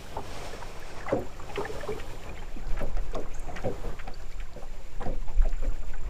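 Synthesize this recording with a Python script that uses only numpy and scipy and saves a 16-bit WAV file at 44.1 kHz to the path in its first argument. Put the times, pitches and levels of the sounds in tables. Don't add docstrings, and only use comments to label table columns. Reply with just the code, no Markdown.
import sys
import numpy as np
from scipy import signal
from scipy.fft import rfft, irfft, next_fast_len
from scipy.io import wavfile
from scipy.ndimage import uniform_filter1d, map_coordinates

SR = 44100
rng = np.random.default_rng(int(sys.argv[2]) if len(sys.argv) > 2 else 0)


def generate_wav(signal):
    frames = np.transpose(np.atleast_2d(signal))
    scaled = np.clip(frames, -1, 1) * 32767
    pcm = np.round(scaled).astype(np.int16)
    wavfile.write(sys.argv[1], SR, pcm)


N = 268877

# start_s, level_db, pitch_hz, swell_s, t60_s, scatter_log_ratio,
# glide_log_ratio (below 0 the pitch drops in a gulp, above 0 it rises), crest_db, knock_db
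WAVES = [(.169, -38, 401, 0.015, 0.13, .45, -.06, -46, -43),
         (.533, -39, 478, 0.0033, 0.13, 0.21, -.03, -59, -54),
         (1.075, -35.5, 790, 0.0084, 0.076, 0.091, .5, -52, -58),
         (1.093, -36, 567, .003, 0.087, 0.11, -0.17, -41, -58),
         (1.120, -20.5, 457, 0.0167, .11, 0.26, -.32, -36, -29.5),
         (1.148, -28.5, 521, 0.012, .17, 0.1, 0, -60, -48),
         (1.160, -32.5, 735, 0.0146, .1, 0.12, 0, -63, -59),
         (1.183, -31.5, 351, .0085, 0.22, 0.19, .1, -60, -45),
         (1.491, -39, 774, 0.0095, .07, .07, -0.11, -47, -72),
         (1.574, -27.5, 410, .014, 0.21, 0.1, 0.059, -37.5, -36),
         (1.692, -34.5, 424, 0.013, 0.084, 0.058, 0.12, -64, -63),
         (1.751, -34, 535, .0033, 0.11, 0.076, 0.34, -49, -64),
         (1.831, -32, 594, 0.0027, 0.099, .053, 0.56, -47, -48),
         (1.883, -30.5, 418, 0.014, 0.27, 0.12, -0.006, -39, -37),
         (1.971, -36.5, 466, 0.013, .062, .062, .2, -48, -63),
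         (2.562, -38.5, 174, 0.0092, 0.062, 0.23, -0.75, -68, -47),
         (2.806, -32, 519, 0.021, .17, 0.31, -.4, -44, -35.5),
         (2.967, -39.5, 665, 0.0033, .13, 0.2, -0.032, -45.5, -46.5),
         (3.133, -35.5, 416, 0.0029, 0.065, 0.13, -.18, -50, -49),
         (3.150, -32, 564, 0.013, .22, 0.28, -0.29, -45.5, -38),
         (3.186, -34.5, 411, .004, .17, 0.091, .07, -53, -42),
         (3.484, -35.5, 707, 0.0032, .13, 0.13, .03, -53, -49),
         (3.639, -33, 725, 0.0074, 0.21, 0.27, -0.071, -47.5, -32),
         (3.653, -28, 492, 0.011, 0.25, 0.27, -0.13, -50, -30),
         (3.838, -39, 459, 0.014, .2, 0.14, 0.47, -61, -46),
         (4.073, -39.5, 721, 0.0067, .13, 0.4, -0.084, -45, -42.5),
         (4.559, -41.5, 574, 0.0043, 0.25, 0.39, -.08, -63, -42),
         (5.002, -36.5, 787, 0.015, .13, .34, -0.017, -56, -39.5),
         (5.055, -36.5, 700, .012, 0.14, 0.28, -0.057, -50, -32.5),
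         (5.072, -34, 516, 0.0083, 0.28, 0.34, 0.017, -63, -36.5),
         (5.277, -43, 850, 0.0055, 0.19, 0.31, -0.052, -54.5, -53),
         (5.447, -36.5, 627, 0.0036, 0.17, 0.24, 0.23, -52.5, -41.5),
         (5.623, -38, 513, 0.0046, 0.32, 0.3, -.054, -50, -48),
         (5.935, -49, 762, 0.0041, 0.24, 0.26, -0.14, -55, -57)]
# pitch_hz, width_hz, level_db
PLATE_MODES = [(113.1, 17, -1), (192, 31, -3), (239, 36, -2.5), (301, 11.5, -4.5), (391.5, 17, -0.5),
               (495.7, 11.7, 3.5), (583.6, 12, 1.5), (740, 180, -6.5), (1055, 19, -14), (1210, 17, -12)]
# time_s, level_db
WASH_LEVEL = [(0, -49), (.4, -45), (1.3, -46), (1.75, -44), (2.2, -46), (2.6, -47), (3.85, -46.5),
              (4.15, -53), (6.1, -52.5)]


def slaps():
    out, t = np.zeros(N), np.arange(SR * 2 // 5) / SR
    for s, db, pitch, swell, t60, scatter, glide, _, knock_db in WAVES:
        whole = np.clip(.95 - 1.25 * scatter, .1, .9)
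        gurgle = lap(pitch, swell, t60, scatter, sink=.7, cycles=16, ring_db=5, count=60)
        water_muffle = signal.butter(4, 1.55 * pitch, fs=SR, output="sos")
        gurgle = signal.sosfilt(water_muffle, gurgle)
        song = surge(t, swell, t60) * pocket(t, pitch, t60, glide)
        add(out, s, amp(db) * (np.sqrt(1 - whole) * gurgle + np.sqrt(whole) * song))
        add(out, s, amp(knock_db) * thump(t, swell))
    return out


def surge(t, swell, t60):
    return np.sin(np.pi / 2 * np.interp(t, (0, swell), (.3, 1))) * amp(-60 * np.maximum(t - swell, 0) / t60)


def lap(pitch, swell, t60, spread, sink, cycles, ring_db, count):
    t = np.arange(SR * 2 // 5) / SR
    starts = (np.arange(count) + rng.random(count)) / count * (swell + t60 * .6)
    sinking = ((starts + swell) / (2 * swell)) ** (-sink * spread)
    pitches = pitch * np.exp(spread * rng.standard_normal(count)) * sinking
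    gains = surge(starts, swell, t60) * amp(rng.normal(0, 2.2, count))
    gains *= np.minimum(pitches / pitch, 1) ** .053
    cluster = bubbles(starts, np.clip(pitches, 90, 12000), gains, cycles, len(t))
    return unit(hull(cluster, ring_db)) * np.sqrt(np.mean(surge(t, swell, t60) ** 2))


def bubbles(starts, pitches, gains, cycles, length):
    t = np.arange(SR // 25) / SR
    turns = pitches[:, None] * t
    age = np.minimum(turns / cycles, 2)
    level = gains[:, None] * amp(-60 * age) * (1 - np.exp(-turns * 2))
    rings = level * np.sin(2 * np.pi * turns * (1 + .037 * age))
    index = (starts[:, None] * SR).astype(int) + np.arange(len(t))
    return np.bincount(index.ravel(), rings.ravel(), length)[:length]


def pocket(t, pitch, t60, glide, gulp_s=.01585):
    drop = max(-glide, 0) * np.exp(-t / gulp_s)
    rise = max(glide, 0) * np.minimum(2 * t / t60, 1) ** 2
    return tone(t, pitch * np.exp(drop + rise), unsteady=.055)


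def hull(x, ring_db):
    def plates(f):
        return sum(amp(db) * resonance(f, hz, width) for hz, width, db in PLATE_MODES)
    return filtered(x, lambda f: 1 + amp(ring_db) * plates(f))


def thump(t, swell, cutoff_hz=447):
    hz, width, db = np.transpose(PLATE_MODES)
    gains = amp(db + rng.normal(0, 1.23, len(hz))) / (1 + (hz / cutoff_hz) ** 4)
    t60s = .32 * (width / 10) ** -.4
    modes = (gain * surge(t, swell, t60) * tone(t, f, unsteady=.033)
             for gain, f, t60 in zip(gains, hz, t60s))
    return sum(modes) / np.linalg.norm(gains)


def splashes(crest_t60=.12, spray_hz=5350):
    # start_s, level_db, pitch_hz, t60_s
    splashing_crests = [(1.087, -43.5, 2380, 0.14), (1.105, -34, 1150, 0.14), (1.557, -30.5, 2250, 0.035),
                        (1.608, -43, 1060, 0.22), (1.996, -38.5, 2280, 0.047), (2.352, -52, 2270, 0.2),
                        (2.415, -49, 1930, .14), (2.767, -41.5, 1920, 0.12), (2.792, -39.5, 2030, 0.1),
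                        (3.558, -38, 1930, 0.17), (3.989, -40, 2100, .1), (4.398, -44.5, 2180, .09),
                        (4.620, -43.5, 1040, 0.12), (5.004, -40, 1140, 0.12), (5.019, -41.5, 1500, 0.11),
                        (5.414, -44, 1310, 0.099), (5.522, -49.5, 1970, 0.12)]
    crests = [(s - .003, crest_db, 2.684 * pitch, crest_t60) for s, _, pitch, *_, crest_db, _ in WAVES]
    out = np.zeros(N)
    for s, db, pitch, t60 in crests + splashing_crests:
        swell = .07 * t60
        splash = lap(pitch, swell, t60, spread=.23, sink=.26, cycles=11, ring_db=13, count=56)
        spray = lap(spray_hz, swell, t60, spread=.35, sink=.061, cycles=44, ring_db=-6, count=24)
        add(out, s, amp(db) * splash + amp(db - 21) * spray)
    return out


def plips():
    # start_s, level_db, pitch_hz
    drips = [(.166, -22, 868), (.187, -26.5, 803), (.527, -36, 1700), (.565, -41, 1620), (.621, -27.5, 936),
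             (0.822, -35.5, 1650), (.901, -38, 1500), (.918, -44, 2480), (.980, -38, 1880),
             (1.006, -28, 1770), (1.029, -35, 1660), (1.063, -25, 1090), (1.084, -22, 1983),
             (1.264, -40, 915), (1.395, -28.5, 1110), (1.559, -29, 1130), (1.605, -22.5, 880),
             (1.606, -25.5, 1210), (1.646, -32, 1970), (1.651, -22.5, 1740), (1.655, -30.5, 760),
             (1.807, -26.5, 1740), (1.874, -27.5, 1033), (1.919, -31, 2260), (2.292, -29.5, 2390),
             (2.374, -35, 2100), (2.389, -36.5, 3030), (2.421, -38.5, 830), (2.567, -41, 2420),
             (3.149, -26.5, 1080), (3.256, -34.5, 1063), (4.138, -33, 4460), (4.325, -41, 2240),
             (5.643, -38.5, 1530), (5.934, -33, 1475)]
    out, t = np.zeros(N), np.arange(SR // 8) / SR
    birth = (1 - np.exp(-t / .0015)) ** 2
    for s, db, pitch in drips:
        t60 = .045 * (pitch / 1000) ** -.33
        turns = pitch * t * (1 + .062 * np.minimum(t / t60, 1))
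        add(out, s, amp(db - 60 * t / t60) * birth * np.sin(2 * np.pi * turns))
        shed_db = -13 - 6.5 * np.log2(pitch / 1000)
        shed = lap(pitch, .0041, t60, spread=.19, sink=.074, cycles=12, ring_db=-6, count=14)
        add(out, s, amp(db + shed_db) * shed)
    return out


def deck(x, wet_db, t60=.046):
    t = np.arange(SR // 5) / SR
    tail = rng.standard_normal(len(t)) * amp(-60 * t / t60) * (t > .002)
    return reverberate(x, tail, wet_db)


def lake():
    # frequency_hz, density_db
    wash_spectrum = [(35, -33), (60, -1), (108, -6), (131, -9), (188, -8.5), (215, -20.5), (359, -11),
                     (618, -15.5), (748, -16), (2000, -30.5), (2600, -51), (4400, -120)]
    # frequency_hz, density_db
    ripple_spectrum = [(880, -1.5), (1500, -2), (1790, -1), (1990, -3.5), (2310, 1), (3280, -5.5),
                       (6620, -9.5), (7230, -5.5), (7670, -11.5), (8050, -14.5), (9420, -17.5),
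                       (14500, -18.5), (15500, -24)]
    wash_db, = curves(WASH_LEVEL)
    swing_db = wash_db - wash_db.mean()
    wash = amp(wash_db + 2.2 * wobble(14)) * noise(wash_spectrum)
    ripple = amp(-57 + .18 * swing_db + 1.34 * wobble(27)) * noise(ripple_spectrum)
    return wash + ripple + amp(-56.5 + .27 * swing_db) * trickle()


def trickle(count=2400):
    activity = np.cumsum(amp(curves(WASH_LEVEL)[0]))
    starts = np.searchsorted(activity, rng.random(count) * activity[-1]) / SR
    pitches = np.clip(1500 * np.exp(.5495 * rng.standard_normal(count)), 300, 7000)
    gains = amp(8.5 * np.minimum(rng.exponential(size=count), 2.5)) / (1 + (pitches / 3500) ** 2)
    return unit(bubbles(starts, pitches, gains, cycles=65, length=N))


def wind(push_db=12, gust_half_s=.04):
    # time_s, level_db
    breeze_level = [(0, -46.5), (2.5, -44), (2.7, -32.5), (3.35, -39), (3.65, -40.5), (4.85, -43),
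                    (5.1, -33.5), (6.1, -35.5)]
    # peak_s, level_db
    gust_hits = [(2.76, -48), (2.99, -26), (3.87, -32), (4.41, -30.5), (5.412, -16.5), (5.69, -24.5),
                 (6.08, -22)]
    # frequency_hz, density_db
    push_spectrum = [(2, -9.5), (7, 5), (14, -7), (21, -11.5), (35, -50), (80, -73), (200, -120)]
    # frequency_hz, density_db
    flutter_spectrum = [(12, -76), (22, 7), (30, 4.5), (45, -5.5), (65, -20.5), (110, -20.5), (160, -27.5),
                        (400, -47), (1000, -120)]
    # frequency_hz, density_db
    boom_spectrum = [(12, -16), (27, 8.5), (40, -11), (70, -18.5), (150, -42.5), (400, -120)]
    t = np.arange(N) / SR
    breeze_db, = curves(breeze_level)
    breeze = amp(breeze_db) * (amp(push_db) * eddies(push_spectrum) + eddies(flutter_spectrum))
    gusts = sum(amp(db) * np.exp(-((t - s) / gust_half_s) ** 2) for s, db in gust_hits)
    return signal.windows.tukey(N, .008) * (breeze + gusts * eddies(boom_spectrum))


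def eddies(spectrum):
    air = noise(spectrum)
    size = np.abs(signal.hilbert(air, next_fast_len(N)))[:N]
    return unit(air / np.sqrt(uniform_filter1d(size ** 2, SR // 12) + .8))


def sleeve(rise_s=.14):
    # start_s, hold_s, t60_s, level_db, brightness (0-1)
    strokes = [(-.14, 0.05, 3.1, -48, 0.44), (0.195, 0.11, 2.2, -43, 0.13), (0.714, 0.13, 0.79, -48.5, 0),
               (1.168, 0.17, 1.1, -57, 0.2), (1.41, 0.25, 2.3, -47, 0.3), (1.73, 0.28, 0.66, -53, 0.9),
               (3.49, 0.26, 0.7, -56, 0.85)]
    # frequency_hz, density_db
    firm_spectrum = [(100, -6.5), (250, -11), (480, 1.5), (1000, -3.5), (1700, -11), (2400, -7),
                     (2800, -12.5), (3300, -13), (4000, -15.5), (4500, -14.5), (5050, -15.5), (5450, -10.5),
                     (5850, -16), (9100, -21), (10200, -47), (15500, -50)]
    # frequency_hz, density_db
    light_spectrum = [(200, 16), (500, 4.5), (1500, -35), (3000, 5), (6000, -6), (9000, -7), (11000, -9.5),
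                      (15500, -12)]
    firm, light = np.zeros(N), np.zeros(N)
    for s, hold, t60, db, bright in strokes:
        power = (amp(db) * envelope(s, rise_s, hold, t60)) ** 2
        firm += (1 - bright) * power
        light += bright * power
    sway = amp(.8 * wobble(34))
    return sway * (np.sqrt(firm) * noise(firm_spectrum) + np.sqrt(light) * noise(light_spectrum))


def tackle(rise_s=.0015, t60=.012):
    # start_s, peak_db, pitch_hz
    ticks = [(.798, -45, 13100), (.942, -52, 12800), (1.193, -45, 12700), (2.235, -37.5, 2380),
             (2.668, -44, 4700), (2.692, -43, 5000), (2.791, -45, 8300), (2.826, -44, 11500),
             (2.969, -40.5, 4800), (3.116, -44, 6460), (3.145, -34.5, 3170), (3.151, -36, 5300),
             (3.199, -46.5, 6400), (3.396, -36.5, 8500), (3.562, -36.5, 5200), (3.624, -44, 5500),
             (4.077, -41, 4260), (4.221, -45, 4500), (4.312, -46, 4900), (4.323, -44, 4020),
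             (4.533, -45, 4400), (5.026, -40.5, 3280), (5.056, -45, 4730), (5.490, -43, 4700)]
    out, t = np.zeros(N), np.arange(SR // 20) / SR
    for s, db, pitch in ticks:
        contact = rng.standard_normal(len(t)) * amp(-60 * t / t60) * (1 - np.exp(-t / rise_s))
        click = filtered(contact, lambda f: resonance(f, pitch, pitch * .5) ** 2)
        add(out, s, amp(db) * click / np.abs(click).max())
    return out


def cricket(stroke_hz=36, tone_hz=7200, fall_hz=320, duty=.46):
    # start_s, length_s, level_db
    trills = [(.95, 1.45, -58), (2.45, 1.9, -63), (4.15, 1.1, -63), (5.22, 0.8, -56.5)]
    wing_cycles = np.cumsum(stroke_hz + .24 * wobble(8.5)) / SR
    stroke = np.minimum(wing_cycles % 1 / duty, 1)
    pitch = tone_hz - fall_hz * (stroke - .5) + 15 * wobble(300)
    vigour = calls(trills) * amp(1.2 * wobble(36))
    song = vigour * np.sin(np.pi * stroke) * np.sin(2 * np.pi * np.cumsum(pitch) / SR)
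    return bank(song, t60=.23, wet_db=-22)


def frog(pulse_hz=11.61, throat_hz=2380):
    # start_s, length_s, level_db
    rattles = [(0, 3.7, -58.5), (5.2, .95, -57.5)]
    pulses = np.sin(np.pi * pulse_hz * np.arange(N) / SR) ** 6
    rasp = unit(filtered(rng.standard_normal(N), lambda f: resonance(f, throat_hz, width=560) ** 2))
    return calls(rattles) * amp(1.5 * wobble(13)) * pulses * rasp


def bird(length_s=.017):
    # time_s, pitch_hz
    chip = [(3.339, 6100), (3.346, 6600), (3.353, 7600), (3.362, 8260)]
    pitch = curves(chip)[0] + 240 * wobble(1400)
    progress = np.clip((np.arange(N) / SR - chip[0][0]) / length_s, 0, 1)
    note = (progress * (1 - progress)) ** .32 * np.sin(2 * np.pi * np.cumsum(pitch) / SR)
    return bank(amp(-42.5) * note, t60=1.9, wet_db=0)


def calls(bouts, rise_s=.15, t60=.5):
    return sum(amp(db) * envelope(s, rise_s, length - rise_s, t60) for s, length, db in bouts)


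def bank(x, t60, wet_db):
    t = np.arange(SR) / SR
    return reverberate(x, rng.standard_normal(SR) * amp(-60 * t / t60), wet_db)


def reverberate(x, tail, wet_db):
    return x + amp(wet_db) * signal.fftconvolve(x, tail / np.linalg.norm(tail))[:N]


def amp(db):
    return 10 ** (np.asarray(db) / 20)


def unit(x):
    return x / np.sqrt(np.mean(x ** 2) + 1e-20)


def curves(rows):
    s, *cols = np.transpose(rows)
    return [np.interp(np.arange(N) / SR, s, c) for c in cols]


def envelope(start, rise, hold, t60):
    t = np.arange(N) / SR - start
    return np.clip(t / rise, 0, 1) * amp(-60 * np.clip((t - rise - hold) / t60, 0, 2))


def wobble(rate):
    return map_coordinates(rng.standard_normal(int(N * rate / SR) + 4), [np.arange(N) * rate / SR])


def tone(t, hz, unsteady):
    waver = np.interp(t, np.arange(50) * .008, rng.standard_normal(50))
    birth = 1 - np.exp(-2 * hz * t)
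    turns = rng.random() + np.cumsum(hz * (1 + unsteady * waver)) / SR
    return np.sqrt(2) * birth * np.sin(2 * np.pi * turns)


def noise(spectrum):
    f, db = np.transpose(spectrum)
    white = rng.standard_normal(N)
    return unit(filtered(white, lambda hz: amp(np.interp(np.log(hz + 1), np.log(f + 1), db))))


def filtered(x, response):
    m = next_fast_len(len(x) + SR // 4)
    return irfft(rfft(x, m) * response(np.fft.rfftfreq(m, 1 / SR)), m)[:len(x)]


def resonance(f, hz, width):
    return 1j * f * width / (hz * hz - f * f + 1j * f * width)


def add(track, s, sound):
    part = track[max(0, round(s * SR)):][:len(sound)]
    part += sound[:len(part)]


def scene():
    near = slaps() + deck(splashes(), wet_db=-11) + deck(plips() + tackle(), wet_db=-12.5)
    return (near + lake() + sleeve() + cricket() + frog() + bird() + wind())[None]


def record(dry):
    top_hz = 15500
    steep = signal.ellip(10, .05, 60, top_hz, fs=SR, output="sos")
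    return signal.sosfiltfilt(steep, dry)


dry = scene()
out = record(dry)
generate_wav(out)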